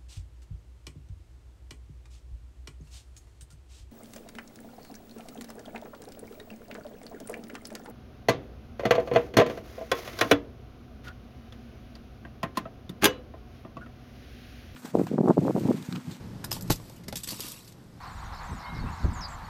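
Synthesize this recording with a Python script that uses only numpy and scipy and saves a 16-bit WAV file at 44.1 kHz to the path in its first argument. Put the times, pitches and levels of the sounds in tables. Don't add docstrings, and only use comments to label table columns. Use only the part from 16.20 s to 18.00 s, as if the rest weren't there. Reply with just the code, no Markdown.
import sys
import numpy as np
from scipy import signal
from scipy.fft import rfft, irfft
from scipy.io import wavfile

SR = 44100
rng = np.random.default_rng(int(sys.argv[2]) if len(sys.argv) > 2 else 0)


def unload_audio(sound):
    columns = np.transpose(np.atleast_2d(sound))
    steps = np.round(np.clip(columns, -1, 1) * 32767)
    wavfile.write(sys.argv[1], SR, steps.astype(np.int16))


N = 79380

# (time [s], level [dB], fade time [ms], treble tilt [dB per octave],
# pitch of the freed piece [Hz], its ring compared with the snap [dB])
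ICE_CRACKS = [(0.2424, -33, 5, 3.5, 5140, -5), (0.3093, -40, 7.7, -1.5, 3410, -8),
              (0.3153, -21, 1.33, -3, 5185, 12.5), (0.326, -27.5, 3.8, 0, 4840, -15),
              (.365, -46, 4, -15, 3300, -8), (0.4092, -39, 3.3, 3, 5240, -10),
              (0.4228, -36.5, 2.2, 6, 7900, -7), (0.477, -48.5, 3.6, -1, 5060, -8),
              (0.499, -31, 8.2, 1, 4300, -8), (0.5034, -25.5, 5.2, -1, 5770, -21),
              (0.5119, -27.5, 6.9, -3.5, 3930, -11), (0.5206, -27.5, 6.1, 3, 3600, -13),
              (0.5568, -41, 3.6, 3, 6100, -12), (0.6961, -47, 2.7, 2, 4920, -24),
              (0.7609, -55.5, 10, 4, 2930, -1), (0.836, -53, 6.4, -2.5, 2110, -8),
              (.8810, -35, 4.2, -0.5, 2030, -6), (0.9253, -35, 2.2, -3, 3520, -7),
              (.9560, -30.5, 4.6, -1.5, 3600, -10), (.968, -32.5, 6.4, 0.5, 7560, -14),
              (1.033, -33.5, 5.9, -0.5, 7800, 5.5), (1.042, -33.5, 2.6, -0.5, 3640, -6),
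              (1.0728, -34.5, 6, -2, 7940, -2), (1.087, -32, 4.5, -1.5, 4420, 3),
              (1.105, -34.5, 7.9, 1, 4950, -6), (1.2046, -29, 2.8, 2.5, 4850, -7),
              (1.221, -42, 2.6, 5, 3580, 21), (1.282, -40, 7.4, 6.5, 5660, -23),
              (1.3186, -33, 1.8, 4, 8060, -11), (1.4442, -57, 9.6, -2, 5150, -7),
              (1.4759, -48.5, 4.8, -1.5, 4400, -8), (1.485, -61, 4.6, 6, 3670, -17),
              (1.5218, -53, 3.9, -2, 7880, -17)]
# (frequency [Hz], level [dB])
CRACK_TONE = [(300, -1), (1000, -17), (1800, -5), (3000, -3), (5000, 5), (7500, 1), (9500, -4), (12500, 3),
              (14500, -6.5)]
# (multiple of its pitch [ratio], level [dB])
PLATE_NOTES = [(1, 5), (1.07, -8), (1.48, -15), (2.33, -3), (2.7, -15)]
# (time [s], strength [dB], length [ms])
SHEET_PUSHES = [(.4998, 7, 3.1), (.5040, 2.5, 1.33), (.5085, 7, 4.5), (.533, 6, 15)]
# (pitch [Hz], level [dB], time to fade by 60 dB [s])
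SHEET_NOTES = [(34, -22, .2), (90.5, -2.5, 0.022), (121, -0.5, .07), (164, -5.5, 0.1), (232, -10, 0.076),
               (280, -3.5, 0.027), (496, -8.5, 0.09), (1025, -19, 0.1)]
# (time [s], level [dB], pitch [Hz], crunch compared with the blow [dB], push on the sheet [dB])
DOOR_KNOCKS = [(0.2428, -40, 1010, -1, -28), (0.242, -37, 1560, -1, -24.5), (0.3156, -33, 836, 4, -39),
               (0.3662, -40, 720, -1, -42), (0.5001, -26.5, 299, -5.5, -18), (.5039, -24, 873, -4.5, 0.5),
               (0.515, -32, 293, -5, -24), (.60, -47, 595, -2, -48), (0.7, -46, 550, 2, -36),
               (0.8834, -35.5, 380, -5, -21), (.8865, -34.5, 212, -7, -25), (0.927, -34, 464, -2.5, -29),
               (.9275, -42, 905, 4, -36), (.932, -34.5, 280, -4, -27), (1.121, -35.5, 291, 7, -30),
               (1.131, -37, 287, 8, -32), (1.196, -38.5, 318, 3.5, -33), (1.246, -41, 320, 3, -37)]
# (time [s], level [dB])
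SLIDE_LEVELS = [(.30, -75), (.335, -43.5), (.37, -47), (.41, -68), (.50, -58.5), (.53, -44.5), (.58, -60),
                (.72, -60), (.80, -65), (.86, -82), (.945, -63), (.98, -45.5), (1.02, -52), (1.065, -53),
                (1.09, -42), (1.13, -41.5), (1.175, -48), (1.21, -42.5), (1.27, -44), (1.33, -49.5),
                (1.39, -52.5), (1.44, -60.5), (1.49, -57.5), (1.55, -70), (1.8, -73)]
# (frequency [Hz], level [dB])
SCRAPE_TONE = [(250, -5), (400, -12), (700, -13.5), (1100, 1), (1500, -9.5), (2200, -5.5), (3200, -9),
               (4800, -1), (6300, -8), (7800, -4), (9500, -8.5), (14000, -3.5)]
# (pitch [Hz], width of the note [Hz], level [dB])
SCRAPE_NOTES = [(3700, 81, -2), (3900, 90, -3), (4080, 86, -7), (4430, 100, -31), (4800, 130, -7),
                (5450, 91, 5), (5730, 90, 5), (7880, 240, 10), (12560, 140, 7), (13750, 250, -28)]
# (time [s], rumble level [dB], hiss level [dB])
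BACKGROUND_LEVELS = [(0, -41.5, -49), (.12, -41, -51), (.28, -40.5, -50), (.46, -38, -50), (.6, -45, -54),
                     (.75, -49.5, -54.5), (.86, -45, -56), (1.1, -48.5, -61.5), (1.3, -51.5, -55.5),
                     (1.48, -53.5, -59.5), (1.6, -50.5, -56), (1.7, -50.5, -58.5), (1.8, -46.5, -54.5)]
# (frequency [Hz], level [dB])
RUMBLE_TONE = [(16, -5.5), (35, -8), (55, -3), (85, -1), (118, 5), (145, -1.5), (180, 2.5), (240, -6),
               (310, -10.5), (450, -21.5), (800, -24.5), (1500, -45)]
# (frequency [Hz], level [dB])
HISS_TONE = [(300, 15), (800, 4), (1500, 0), (3000, -7), (5000, -7.5), (9000, -20.5), (14000, -23.5)]

SNAPS_PER_S, SNAP_SPREAD_DB, SNAP_RISE_MS, PLATE_T60_S = 12000, 3, 1, 0.015
SHEET_DB, KNOCK_CRUNCH_MS, KNOCK_PUSH_MS = -25.5, 1.88, 1.3
CATCHES_PER_S, CATCH_SPREAD_DB, CATCH_MS, SCRAPE_RING_DB = 1100, 1, 1.5, -13
CLINKS_PER_S, CLINK_LOW_HZ, CLINK_HIGH_HZ = 900, 2403, 12940
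CLINK_T60_S, CLINK_SPREAD_DB, CLINK_DB = 0.025, 2.5, -4
CABIN_T60_S, CABIN_GAP_S = 0.085, 0.0025
TOP_HZ = 14000


def cracks():
    out = np.zeros(N)
    for start, db, ms, tilt, hz, ring_db in ICE_CRACKS:
        snaps = fracture(ms)
        piece = sum(undb(level) * unit(ring(snaps, hz * multiple, PLATE_T60_S))
                    for multiple, level in PLATE_NOTES if hz * multiple < SR / 2)
        tone = [(freq, level + tilt * np.log2(freq / hz)) for freq, level in CRACK_TONE]
        sound = unit(colour(snaps, tone)) + undb(ring_db) * unit(piece)
        add(out, start, burst(sound, db, ms))
    return out


def fracture(ms, count=4096):
    t_ms = np.arange(count) * 1000 / SR
    swell = 1 - np.exp(-t_ms / SNAP_RISE_MS)
    return clicks(SNAPS_PER_S, SNAP_SPREAD_DB, count) * swell * np.exp(-t_ms / ms)


def thump():
    push = np.zeros(N)
    nudges = [(start, push_db, KNOCK_PUSH_MS) for start, *_, push_db in DOOR_KNOCKS]
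    for start, db, ms in list(SHEET_PUSHES) + nudges:
        bump = np.hanning(int(ms * SR / 1000) + 3)
        add(push, start, -undb(db) * bump / bump.sum())
    return undb(SHEET_DB) * sum(undb(db) * ring(push, hz, t60) for hz, db, t60 in SHEET_NOTES)


def knocks():
    out = np.zeros(N)
    for start, db, hz, crunch_db, _ in DOOR_KNOCKS:
        t60 = fade_time(width_hz=hz / 3)
        crunch = ring(fracture(KNOCK_CRUNCH_MS), hz, t60)
        blow = -ring(signal.unit_impulse(len(crunch)), hz, t60)
        sound = unit(blow) + undb(crunch_db) * unit(crunch)
        add(out, start, burst(sound, db, 2 * KNOCK_CRUNCH_MS))
    return out


def scrape():
    catches = clicks(CATCHES_PER_S, CATCH_SPREAD_DB, N)
    decay = np.exp(-2000 / (CATCH_MS * SR))
    energy = signal.lfilter([1], [1, -decay], catches ** 2 + 1e-18)
    ticks = np.sqrt(energy) * rng.standard_normal(N)
    rings = sum(undb(db) * unit(ring(ticks, hz, fade_time(width))) for hz, width, db in SCRAPE_NOTES)
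    crunch = unit(colour(ticks, SCRAPE_TONE))
    return (crunch + undb(SCRAPE_RING_DB) * unit(rings)) * curve(SLIDE_LEVELS)


def clinks(count=2048):
    out, t = np.zeros(N), np.arange(count) / SR
    fade = np.exp(-np.log(1000) * t / CLINK_T60_S)
    for when, pitch, force in rng.random((int(CLINKS_PER_S * N / SR), 3)):
        hz = CLINK_LOW_HZ * (CLINK_HIGH_HZ / CLINK_LOW_HZ) ** pitch
        db = CLINK_SPREAD_DB * min(-np.log(1 - force), 4)
        add(out, when * N / SR, undb(db) * np.sin(2 * np.pi * hz * t) * fade)
    return undb(CLINK_DB) * unit(out) * curve(SLIDE_LEVELS)


def cabin(x, echo_db, count=11025):
    t = np.arange(count) / SR
    fade = np.exp(-np.log(1000) * t / CABIN_T60_S)
    tail = rng.standard_normal(count) * fade * (t > CABIN_GAP_S)
    tail /= np.sqrt(np.sum(tail ** 2))
    return x + undb(echo_db) * signal.fftconvolve(x, tail)[:N]


def background():
    rumble = unit(colour(rng.standard_normal(N), RUMBLE_TONE))
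    hiss = unit(colour(rng.standard_normal(N), HISS_TONE))
    return rumble * curve(BACKGROUND_LEVELS, column=1) + hiss * curve(BACKGROUND_LEVELS, column=2)


def undb(db):
    return 10 ** (np.asarray(db) / 20)


def unit(x):
    return x / np.sqrt(np.mean(x ** 2) + 1e-20)


def burst(x, db, ms):
    return x * undb(db) * np.sqrt(ms * SR / 1000 / (np.sum(x ** 2) + 1e-20))


def add(out, start, x):
    i = int(start * SR)
    out[i:i + len(x)] += x[:N - i]


def curve(table, column=1):
    rows = np.array(table)
    return undb(np.interp(np.arange(N) / SR, rows[:, 0], rows[:, column]))


def colour(x, points, size=8192):
    hz, db = np.array(points).T
    freqs = np.maximum(np.arange(size // 2 + 1) * SR / size, 1)
    bass_cut = np.minimum(freqs / hz[0], 1)
    gain = undb(np.interp(np.log(freqs), np.log(hz), db)) * bass_cut
    folded = irfft(np.log(gain))
    folded[1:size // 2] *= 2
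    folded[size // 2 + 1:] = 0
    response = irfft(np.exp(rfft(folded)))
    return signal.fftconvolve(x, response)[:len(x)]


def ring(x, hz, t60):
    step = np.exp((2j * np.pi * hz - np.log(1000) / t60) / SR)
    return signal.lfilter([1], [1, -step], x).real


def fade_time(width_hz):
    return np.log(1000) / (np.pi * width_hz)


def clicks(per_s, spread_db, count):
    size = undb(spread_db * np.minimum(rng.exponential(size=count), 4))
    return (rng.random(count) < per_s / SR) * size * np.sign(rng.standard_normal(count))


def scene():
    low = cabin(knocks(), echo_db=-6) + thump() + background()
    bright = cabin(cracks() + scrape() + clinks(), echo_db=-7.5)
    return (low + bright)[None]


def record(dry):
    return signal.sosfilt(signal.ellip(8, .2, 70, TOP_HZ, fs=SR, output="sos"), dry)


dry = scene()
out = record(dry)
unload_audio(out)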